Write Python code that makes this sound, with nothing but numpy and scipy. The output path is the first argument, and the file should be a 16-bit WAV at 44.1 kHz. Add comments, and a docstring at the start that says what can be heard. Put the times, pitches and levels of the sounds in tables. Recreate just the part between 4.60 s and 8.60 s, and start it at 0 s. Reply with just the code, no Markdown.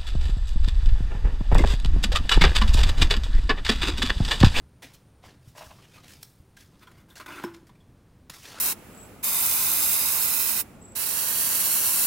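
"""Shoes scuff and grind on gritty cement; then a stiff hose is pushed over the rim of a cement tank.
Friction is a dense train of tiny impacts: sand scratches under the soles, and the hose slips along
the rim, catches on grit and lands with a hollow knock as its modes ring and decay.
The brick walls of the yard return quick echoes. A low outdoor rumble and a thin insect-like hiss
lie behind; the sound is mono."""
import sys
import numpy as np
from scipy import signal
from scipy.fft import rfft, irfft, next_fast_len
from scipy.io import wavfile
from scipy.ndimage import map_coordinates

SR = 44100
rng = np.random.default_rng(int(sys.argv[2]) if len(sys.argv) > 2 else 0)


def put_to_file(sound):
    """Save the sound as 16-bit audio at rate SR, in the file named by the first command-line argument."""
    columns = np.atleast_2d(sound).T  # one column per channel
    safe = np.clip(columns, -1, 1)
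    whole_steps = np.round(safe * 32767)
    wavfile.write(sys.argv[1], SR, whole_steps.astype(np.int16))


N = 176400
T = np.arange(N) / SR

# Hose rubbing on the rim: start_s, rise_s, hold_s, release_t60_s, level_db, tilt_db_per_octave
HOSE_RUBS = [(2.203, 0.028, 0.0075, 0.041, -52, 1), (2.27, 0.0014, 0.0079, 0.1, -50, -1),
             (2.31, 0.006, 0.0043, 0.028, -54.5, 1.5), (2.356, 0.024, 0.039, .1, -62, 1.5),
             (2.484, 0.0037, 0.036, 0.18, -58, 3), (2.597, 0.0021, 0.0038, 0.12, -40, 0),
             (2.659, 0.0031, 0.0045, 0.064, -40, 0.9), (2.678, 0.004, 0.0096, 0.079, -40, -0.3),
             (2.688, 0.029, 0.059, 0.34, -42, -0.5), (2.7972, 0.00081, 0.0023, 0.027, -38, -3),
             (2.814, 0.013, 0.01, 0.31, -46.5, -1), (2.835, 0.0027, 0.0025, 0.057, -37, 1.5)]
# Resonances of the hose against the rim: pitch_hz, width_hz, gain_db
RIM_MODES = [(334, 34, 5.5), (620, 25, -2), (1037, 63, 0), (1280, 28, -0.5), (1440, 77, -0.5),
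             (1617, 33, 1.5), (2030, 44, -7), (2620, 49, -14), (3470, 67, -9.5)]
# Spectrum of the hose's rasp: frequency_hz, gain_db
RASP_SPECTRUM = [(120, -30), (320, 4.5), (520, -24), (800, -0.5), (1100, 2), (2400, -3.5), (4000, -11.5),
                 (8000, -17), (16000, -18.5)]
# Modes of the landing hose: pitch_hz, level_db, t60_s, delay_s
KNOCK_MODES = [(219, -23.5, 0.035, 0.00087), (592, -32, 0.0173, 0.0035), (996, -23.5, 0.026, 0.00054),
               (1538, -26, 0.023, 0), (5330, -38.5, 0.026, .009)]
# Hollow note of the hose, on landing and on settling: start_s, level_db, bend_hz
HOLLOW_NOTES = [(2.846, -29.3, 17), (3.028, -50.5, 0)]
# Hose catching on grit: start_s, hold_s, level_db, pitch_hz
HOSE_CATCHES = [(1.184, 0.018, -58.5, 1116), (1.34, 0.039, -60.5, 2490), (1.376, .01, -53, 1190),
                (1.967, 0.0062, -52, 1610), (2.500, .005, -55, 3520), (2.567, 0.0034, -48, 1590),
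                (2.611, 0.0039, -44, 1273), (2.716, 0.037, -51.5, 2560), (3.092, 0.0044, -54, 984),
                (3.151, 0.0054, -65, 2320), (3.202, 0.011, -67, 3370)]
# Resonances excited by a catch: pitch_ratio, gain_db
CATCH_MODES = [(1, 4.5), (2.35, -13), (3.5, -16.5)]
# Shoe scuffs: start_s, rise_s, hold_s, release_t60_s, level_db, tilt_db_per_octave
SHOE_SCUFFS = [(0.22, 0.0043, 0.013, 0.11, -44, 1), (0.242, 0.0032, 0.012, 0.4, -54, 0.2),
               (0.332, 0.012, 0.0079, 0.05, -52.5, 4), (.618, 0.04, 0.01, 0.068, -53, -1),
               (0.679, 0.0047, 0.0027, 0.23, -53, -2), (0.771, 0.1, 0.038, 0.73, -67, 2.8),
               (0.872, 0.0047, .008, 0.14, -59.5, 5), (0.94, 0.042, 0.054, 0.52, -51, 2),
               (1.098, 0.014, 0.28, 0.47, -61, 0.3), (1.324, 0.019, 0.023, 0.21, -57, -0.5),
               (1.428, 0.011, 0.011, 0.097, -53, 0), (1.462, 0.0065, 0.081, 0.33, -53.5, 1.5),
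               (1.606, 0.0077, 0.014, 0.78, -60, 7), (1.963, 0.0062, 0.04, 0.28, -55.5, 2.5),
               (2.079, 0.065, 0.22, 0.24, -67.5, 0), (2.554, 0.0036, 0.023, 0.11, -47.5, 1.2),
               (2.935, 0.0062, 0.0076, 0.16, -52.5, -0.5), (3.066, .004, 0.0054, 0.069, -60, 2.5),
               (3.70, 0.014, 0.12, .2, -52, 2), (3.73, 0.011, 0.011, 0.04, -47.5, 2),
               (3.833, 0.011, 0.043, 0.34, -46.5, 0.5), (3.893, 0.008, 0.088, .2, -47, -1.1)]
# Spectrum of grit on cement: frequency_hz, gain_db
GRIT_SPECTRUM = [(100, -25), (300, 3), (800, 0.5), (1800, 0), (5000, -1.5), (8000, -7.5), (12000, -11),
                 (16000, -14)]
# Heavy drags of a sole: start_s, rise_s, hold_s, release_t60_s, level_db, pitch_ratio
SOLE_DRAGS = [(0.635, 0.0042, 0.018, 0.028, -52.5, 1.06), (0.951, 0.0023, 0.012, 0.11, -51.5, 0.93),
              (.975, 0.0015, 0.0051, 0.12, -44.5, 0.96), (0.999, 0.012, 0.017, 0.096, -45, 1.016),
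              (1.098, .001, 0.0034, 0.16, -48, 0.97), (3.936, 0.018, .05, .1, -56, 1.6)]
# Resonances of a dragged sole, before its pitch is scaled: pitch_hz, width_hz, gain_db
SOLE_MODES = [(663, 70, 5.5), (1090, 156, 0.5), (1810, 240, -8), (2850, 810, -13)]
# Grit cracking under a shoe: start_s, level_db, t60_s, tilt_db_per_octave
GRIT_CRACKS = [(1.6277, -34, 0.014, 10), (1.630, -30.5, 0.018, 4), (3.697, -34, 0.013, 1.5),
               (3.6991, -30.5, 0.025, 2)]
# Soft footfalls: start_s, level_db, pitch_hz
FOOTFALLS = [(0.036, -38.5, 62.5), (.245, -42.5, 263), (0.875, -34, 116), (1.066, -38, 89), (1.8, -37, 82),
             (3.29, -43, 129), (3.702, -43, 161)]
# Reverberation time of the yard: frequency_hz, t60_s
YARD_DECAY = [(150, 0.32), (1000, 0.49), (4000, 0.41), (14000, 0.44)]
# Spectrum of the outdoor rumble: frequency_hz, gain_db
RUMBLE_SPECTRUM = [(20, -7.5), (64, 0.5), (130, 2), (215, -4.5), (320, -9.5), (600, -17.5), (1500, -28),
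                   (3600, -53), (8000, -50), (15500, -44)]
# Spectrum of the outdoor hiss: frequency_hz, gain_db
HISS_SPECTRUM = [(200, -7), (1000, 4.5), (4000, -3), (16000, -13.5)]

HOSE_SLIPS = dict(per_s=5000, spread_db=2, clump_db=1.15)


def hose_slide(wall_db=-2, rasp_db=1.5):
    """Stick-slip friction: small slips on the rim rasp and drive the resonances of the hose wall."""
    out = np.zeros(N)
    for start, rise, hold, t60, db, tilt in HOSE_RUBS:
        wall = resonated(grains(SR // 2, **HOSE_SLIPS), RIM_MODES)
        rasp = shifting_contact(coloured(grains(SR // 2, **HOSE_SLIPS), RASP_SPECTRUM, tilt))
        rub = amp(wall_db) * wall + amp(rasp_db) * rasp
        add(out, start, amp(db) * stroked(rub, rise, hold, t60))
    return out


def hose_knock(landing_s=2.839, hollow_hz=328, relax_s=0.08, attack_s=0.002, low_cut_hz=166):
    """Free vibration: landing rings the hose's modes; its hollow note sags as the wall relaxes."""
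    out, t = np.zeros(N), T[:SR]
    for hz, db, t60, delay in KNOCK_MODES:
        add(out, landing_s + delay, amp(db) * ring(t, hz, t60, attack_s=0.00038))
    for start, db, bend_hz in HOLLOW_NOTES:
        pitch = hollow_hz + bend_hz / (1 + (t / relax_s) ** 4)
        decay = fade(t, t60_s=0.05) + fade(t, t60_s=0.34)  # drops quickly, then lingers
        add(out, start, amp(db) * np.minimum(t / attack_s, 1) * decay * glide(pitch))
    # The knock is kept free of low rumble below its lowest mode.
    return signal.sosfilt(signal.butter(2, low_cut_hz, "high", fs=SR, output="sos"), out)


def hose_catches(width_hz=69, grit_db=-12.5):
    """Forced resonance: a snag on grit scratches with a hint of pitch set by the point of contact."""
    out = np.zeros(N)
    for start, hold, db, hz in HOSE_CATCHES:
        slips = grains(SR // 4, **HOSE_SLIPS)
        modes = [(hz * ratio, width_hz * ratio, gain_db) for ratio, gain_db in CATCH_MODES]
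        scratch = resonated(slips, modes) + amp(grit_db) * coloured(slips, GRIT_SPECTRUM)
        add(out, start, amp(db) * stroked(scratch, rise_s=0.002, hold_s=hold, t60_s=0.04))
    return out


def shoe_scuffs():
    """Granular friction: sand rolls and scratches under each stroke, its impacts merging into noise."""
    out = np.zeros(N)
    for start, rise, hold, t60, db, tilt in SHOE_SCUFFS:
        impacts = grains(SR // 2, per_s=12000, spread_db=3, clump_db=2.5)
        sand = shifting_contact(coloured(impacts, GRIT_SPECTRUM, tilt))
        add(out, start, amp(db) * stroked(sand, rise, hold, t60))
    return out


def sole_drags(sag_octaves_per_s=3.5):
    """Sliding friction: a weighted sole grinds along, and its pitch sags as it slows."""
    out, t = np.zeros(N), T[:SR // 4]
    for start, rise, hold, t60, db, ratio in SOLE_DRAGS:
        grind = resonated(grains(SR // 2, per_s=1500, spread_db=2.5, clump_db=3.5), SOLE_MODES)
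        travel = np.cumsum(ratio * 2 ** (-sag_octaves_per_s * t))
        slowing = map_coordinates(grind, [travel])
        add(out, start, amp(db) * stroked(slowing, rise, hold, t60))
    return out


def grit_cracks(rise_s=0.00098):
    """Brittle fracture: single pieces of grit break under the sole, each in a burst of noise."""
    out, t = np.zeros(N), T[:SR // 10]
    for start, db, t60, tilt in GRIT_CRACKS:
        envelope = np.minimum(t / rise_s, 1) * fade(t, t60)
        burst = coloured(rng.standard_normal(len(t)), GRIT_SPECTRUM, tilt)
        add(out, start, amp(db) * envelope * burst)
    return out


def footfalls():
    """Heavy damping: each step is a dull thud that dies within a few cycles."""
    out = np.zeros(N)
    for start, db, hz in FOOTFALLS:
        add(out, start, amp(db) * ring(T[:SR // 4], hz, t60_s=0.057, attack_s=0.0018))
    return out


def yard_echoes(x, tail_db=-10.5, walls_db=-14, echo_count=8, spread_s=0.02):
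    """Reflection: near brick walls return a few quick echoes and a short diffuse tail."""
    hz, t, spectra = signal.stft(rng.standard_normal(SR // 2), SR, nperseg=256)
    tail = signal.istft(spectra * fade(t, along(YARD_DECAY, hz)[:, None]), SR, nperseg=256)[1]
    response = amp(tail_db) * tail / np.linalg.norm(tail)
    arrivals = (rng.random(echo_count) * spread_s * SR).astype(int)
    response[arrivals] += amp(walls_db) * rng.choice([-1, 1], echo_count) / np.sqrt(echo_count)
    return signal.fftconvolve(x, np.pad(response, (SR // 400, 0)))[:N]  # all 2.5 ms later


def insect_band(centre_hz=9320, half_width_hz=390, sag_hz_per_s=80, waver_hz=75.6, fade_db_per_s=1.5):
    """Modulation: noise spreads a high tone into an insect-like band that wavers, sinks and fades."""
    flutter = filtered(rng.standard_normal(N), lambda hz: 1 / (1 + (hz / half_width_hz) ** 2))
    pitch = centre_hz - sag_hz_per_s * T + waver_hz * wobble(10, N)
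    level_db = -79.5 - fade_db_per_s * T + 0.67 * wobble(7.6, N)
    return amp(level_db) * unit(flutter * glide(pitch))


def outdoor_air(rumble_db=-56.5, sway_db=1, hiss_db=-71):
    """Ambient noise: a distant rumble sways in level beneath a soft, steady hiss."""
    level_db = rumble_db + sway_db * wobble(8.06, N)
    rumble = amp(level_db) * coloured(rng.standard_normal(N), RUMBLE_SPECTRUM)
    hiss = amp(hiss_db) * coloured(rng.standard_normal(N), HISS_SPECTRUM)
    return rumble + hiss


def grains(size, per_s, spread_db, clump_db):
    """Shot noise: tiny random impacts of uneven strength, swelling in clumps."""
    hits = rng.random(size) < per_s / SR
    strengths = amp(spread_db * np.minimum(rng.exponential(size=size), 4.5))
    signs = rng.choice([-1, 1], size)
    return hits * strengths * signs * amp(clump_db * wobble(179.4, size))


def shifting_contact(x, depth_db=4, patch_hz=351.7, patch_s=0.0251):
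    """Moving contact: short-lived resonances wander through x, strongest below the treble; rms 1."""
    hz, t, spectra = signal.stft(x, SR, nperseg=512)
    knots = rng.standard_normal((200, 200))
    grid = np.meshgrid(hz / patch_hz, t / patch_s, indexing="ij")
    patches = unit(map_coordinates(knots, grid, order=1, mode="mirror"))
    gain_db = depth_db * patches / (1 + (hz[:, None] / 6000) ** 2)
    return unit(signal.istft(spectra * amp(gain_db), SR, nperseg=512)[1][:len(x)])


def stroked(x, rise_s, hold_s, t60_s):
    """Amplitude envelope: a stroke presses in, holds and lets go, and alone sets the energy of x."""
    t = T[:len(x)]
    envelope = np.minimum(t / rise_s, 1) * fade(np.maximum(t - rise_s - hold_s, 0), t60_s)
    return unit(envelope * x) * np.sqrt(np.mean(envelope ** 2))


def resonated(x, modes):
    """Modal superposition: x drives damped resonators of alternating sign; rms 1."""
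    def response(hz):
        return sum((-1) ** k * amp(db) * 1j * hz * width / (centre ** 2 - hz ** 2 + 1j * hz * width)
                   for k, (centre, width, db) in enumerate(modes))
    return unit(filtered(x, response))


def coloured(x, spectrum, tilt=0):
    """Spectral shaping: x takes a spectrum, tilted in dB per octave above 300 Hz; rms 1."""
    return unit(filtered(x, lambda hz: amp(along(spectrum, hz) + tilt * np.log2(np.maximum(hz, 300)))))


def filtered(x, response):
    """Linear filtering: the spectrum of x is multiplied by a frequency response."""
    size = next_fast_len(len(x) + 8192)
    return irfft(rfft(x, size) * response(np.fft.rfftfreq(size, 1 / SR)), size)[:len(x)]


def ring(t, hz, t60_s, attack_s):
    """Damped oscillation of one struck mode."""
    return np.sin(2 * np.pi * hz * t) * fade(t, t60_s) * (1 - np.exp(-t / attack_s))


def glide(hz):
    """A sine whose phase is the integral of its frequency."""
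    return np.sin(2 * np.pi * np.cumsum(hz) / SR)


def fade(t, t60_s):
    """Exponential decay, 60 dB in t60_s."""
    return np.exp(-np.log(1000) * t / t60_s)


def wobble(knots_per_s, size):
    """Smooth fluctuation: a spline through random knots."""
    knots = rng.standard_normal(int(size * knots_per_s / SR) + 4)
    return map_coordinates(knots, [np.arange(size) * knots_per_s / SR])


def along(points, hz):
    """Interpolation of (frequency_hz, value) points on a logarithmic frequency axis."""
    frequencies, values = np.transpose(points)
    return np.interp(np.log(hz + 1), np.log(frequencies + 1), values)


def amp(db):
    """Decibels to amplitude ratio."""
    return 10 ** (np.asarray(db) / 20)


def unit(x):
    """Normalisation to rms 1."""
    return x / np.sqrt(np.mean(x ** 2) + 1e-20)


def add(out, start_s, x):
    """Superposition of x on out from start_s."""
    i = round(start_s * SR)
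    out[i:i + len(x)] += x[:max(N - i, 0)]


def scene():
    """Superposition: direct sound, echoes and background sum, the same in both channels."""
    direct = shoe_scuffs() + grit_cracks() + sole_drags()
    direct += hose_slide() + hose_knock() + hose_catches() + footfalls()
    mono = direct + yard_echoes(direct) + outdoor_air() + insect_band()
    return np.array([mono, mono])


def record(dry):
    """Band limiting: an ideal low-pass filter removes the highest treble."""
    top_hz = 15850
    return np.array([filtered(x, lambda hz: hz < top_hz) for x in dry])


dry = scene()
out = record(dry)
put_to_file(out)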